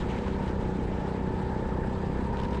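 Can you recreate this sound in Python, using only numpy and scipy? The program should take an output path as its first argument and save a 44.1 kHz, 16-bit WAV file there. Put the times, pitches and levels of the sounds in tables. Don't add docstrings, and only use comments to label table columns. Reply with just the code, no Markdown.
import sys
import numpy as np
from scipy import signal
from scipy.io import wavfile

SR = 44100
rng = np.random.default_rng(int(sys.argv[2]) if len(sys.argv) > 2 else 0)


def makeup_ratio(level_db):
    decades = np.asarray(level_db, float) / 20
    return 10 ** decades


def dump_mix(stems):
    frames = np.atleast_2d(stems).T
    limited = np.clip(frames, -1, 1)
    pcm = np.round(limited * 32767).astype(np.int16)
    wavfile.write(sys.argv[1], SR, pcm)


N = 114660

# time in [s], firing rate in [Hz].
FIRING_RATE_HZ = [(0, 30.495), (.2, 31.832), (.4, 32.508), (.6, 31.308), (.8, 30.553), (1, 30.67),
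                  (1.2, 31.331), (1.4, 31.095), (1.6, 31.348), (1.8, 31.532), (2, 32.102), (2.2, 32.636),
                  (2.4, 33.241), (2.6, 33.492)]
CRANK_SURGE = [(-2, .014), (5, .016), (12.5, .014), (17, .026), (22.3, .02), (27.5, .015), (32.5, .015),
               (36.5, .012), (40.5, .011), (46, .018), (51, .004), (56, .002), (62, .002), (69, .005),
               (75, .004), (80, .004), (86, .003)]
# time in [s], level in [dB].
THROTTLE_DB = [
    (0, -2.),
    (.25, -1.),
    (.6, -.5),
    (1.2, -.5),
    (1.7, .3),
    (2.2, .3),
    (2.35, -1.2),
    (2.6, -1.2),
]
# frequency in [Hz], level in [dB], T60 in [s].
SILENCER_MODES = [(135, -5, .015), (378, -5, .032), (478, -5.5, .03), (620, -16, .015)]
# frequency in [Hz], level in [dB], T60 in [s].
AIRBOX_MODES = [(190, -5, .04), (130, -3, .022), (226, -3.5, .03)]
# multiple of firing rate [ratio], level in [dB], crest position in [cycles].
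FRAME_ORDERS = [(6, -44., .008), (12, -48., -.02), (15, -51., -.025)]
# time in [s], level in [dB].
CHAIN_DB = [(0, -43.5), (.3, -43.5), (.6, -44.5), (.95, -44), (1.4, -41), (1.8, -42), (2.1, -47.5),
            (2.3, -38.5), (2.6, -40)]
# frequency in [Hz], width in [Hz], level in [dB].
GUARD_MODES = [(932, 315, 8), (833, 194, 6), (1274, 46, -8)]
# frequency in [Hz], width in [Hz], level in [dB].
BELL_MODES = [(1730, 110, 2.5), (7660, 700, -17), (4830, 140, -13.5)]
# time in [s], level in [dB].
BELL_DB = [(0, -55), (.45, -61), (.6, -60), (2., -56), (2.15, -57), (2.6, -62)]
# time in [s], level in [dB].
SHAKE_DB = [(0, -47), (.05, -54), (.1, -50), (.18, -49), (.21, -55), (.28, -50.5), (.38, -55.5), (.48, -52),
            (.55, -58.5), (.64, -53), (.72, -56.5), (1.2, -57), (1.3, -58), (2.33, -57.5), (2.39, -55.5),
            (2.49, -59), (2.545, -52), (2.6, -57)]
# frequency in [Hz], density in [dB per Hz].
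SHAKE_SPECTRUM = [(700, 11.5), (1100, -0.5), (1700, 3), (2400, -18), (3900, -15.5), (6700, -26.5),
                  (8200, -26), (14000, -57.5)]
# frequency in [Hz], density in [dB per Hz].
SCRUB_SPECTRUM = [(800, 4.5), (1400, 1.5), (2200, 1), (3000, -4), (3700, -6.5), (4600, -16.5), (7000, -17),
                  (9500, -46.5)]
# frequency in [Hz], density in [dB per Hz].
ROAD_SPECTRUM = [(60, -35.5), (130, -1.5), (210, 5), (300, -4), (480, -1.5), (680, -12.5), (1100, -19.5),
                 (2000, -32.5)]
# time in [s], level in [dB].
GUST_DB = [(0, -28), (.05, -37.5), (.12, -38), (.55, -37), (1.06, -38.5), (1.17, -45.5), (1.3, -33),
           (1.4, -42), (1.49, -35), (1.57, -39), (1.7, -33.5), (1.98, -38.5), (2.1, -37), (2.6, -36)]
# frequency in [Hz], density in [dB per Hz].
WIND_SPECTRUM = [(15, -7), (30, -2.5), (48, -3.5), (100, -2.5), (200, -19)]
# time in [s], peak level in [dB].
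KNOCK_EVENTS = [(.092, -50), (0.107, -49.5), (0.144, -50), (0.185, -47.5), (0.219, -49.5), (0.281, -48),
                (.428, -51), (0.479, -45), (.492, -52.5), (2.059, -51), (2.118, -53), (2.171, -50),
                (2.327, -54), (2.37, -47), (2.384, -49.5), (2.391, -47), (2.399, -42.5), (2.415, -49),
                (2.434, -42.5), (2.445, -50), (2.451, -45), (2.485, -50), (2.509, -47.5), (2.531, -49),
                (2.546, -47.5), (2.553, -52.5), (2.572, -51)]
# frequency in [Hz], density in [dB per Hz].
BODYWORK_SPECTRUM = [(800, 2), (1400, 0), (2200, -1), (3100, -1), (4000, -6), (5500, -14), (8000, -22),
                     (13000, -46)]

FIRST_CYCLE = .112
BLOW_AT_CYCLES, GULP_AT_CYCLES = -.042, .054
BLOW_DB, GULP_DB, PUFF_DB = -27.5, -25.5, -50.5
JITTER_S, UNEVEN_DB = .00007, .8
CRANK_DB, CRANK_LEAD_RAD, CRANK_WOBBLE_DB = -41.5, 1, -0.5
TEETH_PER_CYCLE, TOOTH_SPREAD_DB = 28, 4.
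SLACK_TEETH, RUNOUT_TEETH = .08, .13
ROAD_DB, THROB_DB = -35.3, .8
KNOCK_T60_S, KNOCK_RISE_S = .024, .0005


def rms_one(x):
    return x / np.sqrt(np.mean(x ** 2) + 1e-20)


def in_time(rows):
    return np.interp(np.arange(N) / SR, *np.transpose(rows))


def drift(rate_hz):
    r = np.exp(-80 * np.pi * rate_hz / SR)
    white = rng.standard_normal(N // 40 + 2002)
    slow = signal.lfilter([1], [1, -2 * r, r * r], white)[2000:]
    return np.interp(np.arange(N) / 40, np.arange(len(slow)), rms_one(slow))


def ring(clicks, hz, t60_s):
    r, w = makeup_ratio(-60 / (t60_s * SR)), 2 * np.pi * hz / SR
    return signal.lfilter([0, np.sin(w)], [1, -2 * r * np.cos(w), r * r], clicks + 1e-18)


def double_resonance(x, hz, width_hz, second_width_hz):
    for width in (width_hz, second_width_hz):
        r = np.exp(-np.pi * width / SR)
        poles = [1, -2 * r * np.cos(2 * np.pi * hz / SR), r * r]
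        x = signal.lfilter([(1 - r * r) / 2, 0, (r * r - 1) / 2], poles, x)
    return x


def banded(spectrum, own_db, shared_db, rate_hz):
    hz, db = np.transpose(spectrum)
    edges_hz = hz[0] * 2 ** np.arange(0, np.log2(hz[-1] / hz[0]) + .2, 1 / 3)
    together = drift(rate_hz)
    white = rng.standard_normal((2, N + SR))
    out = 0
    for k, (low, high) in enumerate(zip(edges_hz, edges_hz[1:])):
        sos = signal.butter(2, [low, high], "band", fs=SR, output="sos")
        band = signal.sosfilt(sos, white[k % 2])[SR:]
        level_db = np.interp(np.log(low * high) / 2, np.log(hz), db)
        out = out + makeup_ratio(level_db + shared_db * together + own_db * drift(rate_hz)) * band
    return rms_one(out)


def crank_cycles():
    cycles = FIRST_CYCLE + np.cumsum(in_time(FIRING_RATE_HZ)) / SR
    at, lag = np.transpose(CRANK_SURGE)
    swings = np.interp(cycles, at, np.arange(len(at)))
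    return cycles - np.interp(cycles, at, lag) * np.cos(2 * np.pi * swings)


def gas_pulses(cycles, at_cycles, chance):
    s = np.interp(np.arange(len(chance)) + at_cycles, cycles, np.arange(N) / SR, left=-1, right=-1)
    i = ((s + JITTER_S * chance[:, 0]) * SR).astype(int)
    ok = (i >= 0) & (i < N) & (s > 0)
    out = np.zeros(N)
    out[i[ok]] = makeup_ratio(UNEVEN_DB * chance[ok, 1])
    return signal.sosfilt(signal.butter(2, 1500, fs=SR, output="sos"), out)


def engine(cycles):
    chance = rng.standard_normal((90, 3))
    blow = gas_pulses(cycles, BLOW_AT_CYCLES, chance[:, [0, 1]])
    gulp = gas_pulses(cycles, GULP_AT_CYCLES, chance[:, [0, 2]])
    exhaust = makeup_ratio(BLOW_DB) * sum(makeup_ratio(db) * ring(blow, hz, t60) for hz, db, t60 in SILENCER_MODES)
    intake = makeup_ratio(GULP_DB) * sum(makeup_ratio(db) * ring(gulp, hz, t60) for hz, db, t60 in AIRBOX_MODES)
    gate = np.exp(2.6 * np.cos(2 * np.pi * (cycles - .01)))
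    gas = double_resonance(rng.standard_normal(N) * gate, 430, 300, 300)
    pulses = exhaust - intake + makeup_ratio(PUFF_DB) * rms_one(gas)
    wobble = makeup_ratio(CRANK_WOBBLE_DB * drift(11.0))
    crank = wobble * np.cos(4 * np.pi * cycles + CRANK_LEAD_RAD)
    return makeup_ratio(in_time(THROTTLE_DB)) * pulses + makeup_ratio(CRANK_DB) * np.sqrt(2) * crank


def frame_hum(cycles):
    slip_rad, swell_db = .2, 1.2
    out = 0
    for order, db, at in FRAME_ORDERS:
        phase = 2 * np.pi * order * (cycles - at) + slip_rad * drift(1.7)
        out = out + makeup_ratio(db + swell_db * drift(5.1)) * np.sqrt(2) * np.cos(phase)
    return out


def rung_by(hits, modes):
    out = 0
    for hz, width, db in modes:
        out = out + makeup_ratio(db) * rms_one(double_resonance(hits, hz, width, 0.84 * width))
    return rms_one(out)


def chain(cycles):
    teeth = TEETH_PER_CYCLE * cycles + SLACK_TEETH * drift(60.) + .06 * drift(5.5)
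    teeth += RUNOUT_TEETH * np.sin(4 * np.pi * cycles) - .07 * np.sin(2 * np.pi * cycles)
    struck = np.diff(np.floor(teeth), prepend=np.floor(teeth[0])) > 0
    hit_db = TOOTH_SPREAD_DB * np.tanh(rng.standard_normal(N)) + 3.2 * np.tanh(drift(45.0))
    pull_db = 1.4 * np.cos(4 * np.pi * cycles) - 2.5 * np.cos(2 * np.pi * (cycles - .15))
    hits = struck * makeup_ratio(hit_db + pull_db)
    guard = makeup_ratio(in_time(CHAIN_DB)) * rung_by(hits, GUARD_MODES)
    bell = makeup_ratio(in_time(BELL_DB)) * rung_by(hits, BELL_MODES)
    return guard + bell


def frame_shake():
    return makeup_ratio(-47.5 + 0.15 * (in_time(SHAKE_DB) + 59.5)) * banded(SHAKE_SPECTRUM, 3.05, 0.83, 17.0)


def tyre_scrub():
    return makeup_ratio(in_time(SHAKE_DB) + 4.0) * banded(SCRUB_SPECTRUM, 1.8, 1.0, 24.0)


def tyre_roar(cycles):
    throb_db = THROB_DB * np.cos(2 * np.pi * (cycles - GULP_AT_CYCLES))
    return makeup_ratio(ROAD_DB + throb_db) * banded(ROAD_SPECTRUM, 1.4, 0.11, 25.0)


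def wind():
    return makeup_ratio(in_time(GUST_DB) + 2.0) * banded(WIND_SPECTRUM, 1.5, 1.2, 6.)


def knocks():
    strike = np.zeros(N)
    for s, db in KNOCK_EVENTS:
        strike[int(s * SR)] = makeup_ratio(db + 4.5)
    rise = np.exp(-1 / (KNOCK_RISE_S * SR))
    fall = makeup_ratio(-60 / (KNOCK_T60_S * SR))
    envelope = signal.lfilter([1 - rise], np.convolve([1, -rise], [1, -fall]), strike + 1e-18)
    return envelope * banded(BODYWORK_SPECTRUM, 0.092, .1, 9.)


def scene():
    cycles = crank_cycles()
    driven = engine(cycles) + frame_hum(cycles) + chain(cycles)
    track = frame_shake() + tyre_scrub() + tyre_roar(cycles)
    return (driven + track + wind() + knocks())[None]


def top_cut(x):
    return signal.sosfilt(signal.butter(12, 13800, fs=SR, output="sos"), x)


def record(dry):
    to_end_samples = np.minimum(np.arange(N), np.arange(N)[::-1])
    fade = np.minimum(.4 + to_end_samples / (.004 * SR), 1)
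    ceiling = .16
    return top_cut(ceiling * np.tanh(fade * dry / ceiling))


dry = scene()
out = record(dry)
dump_mix(out)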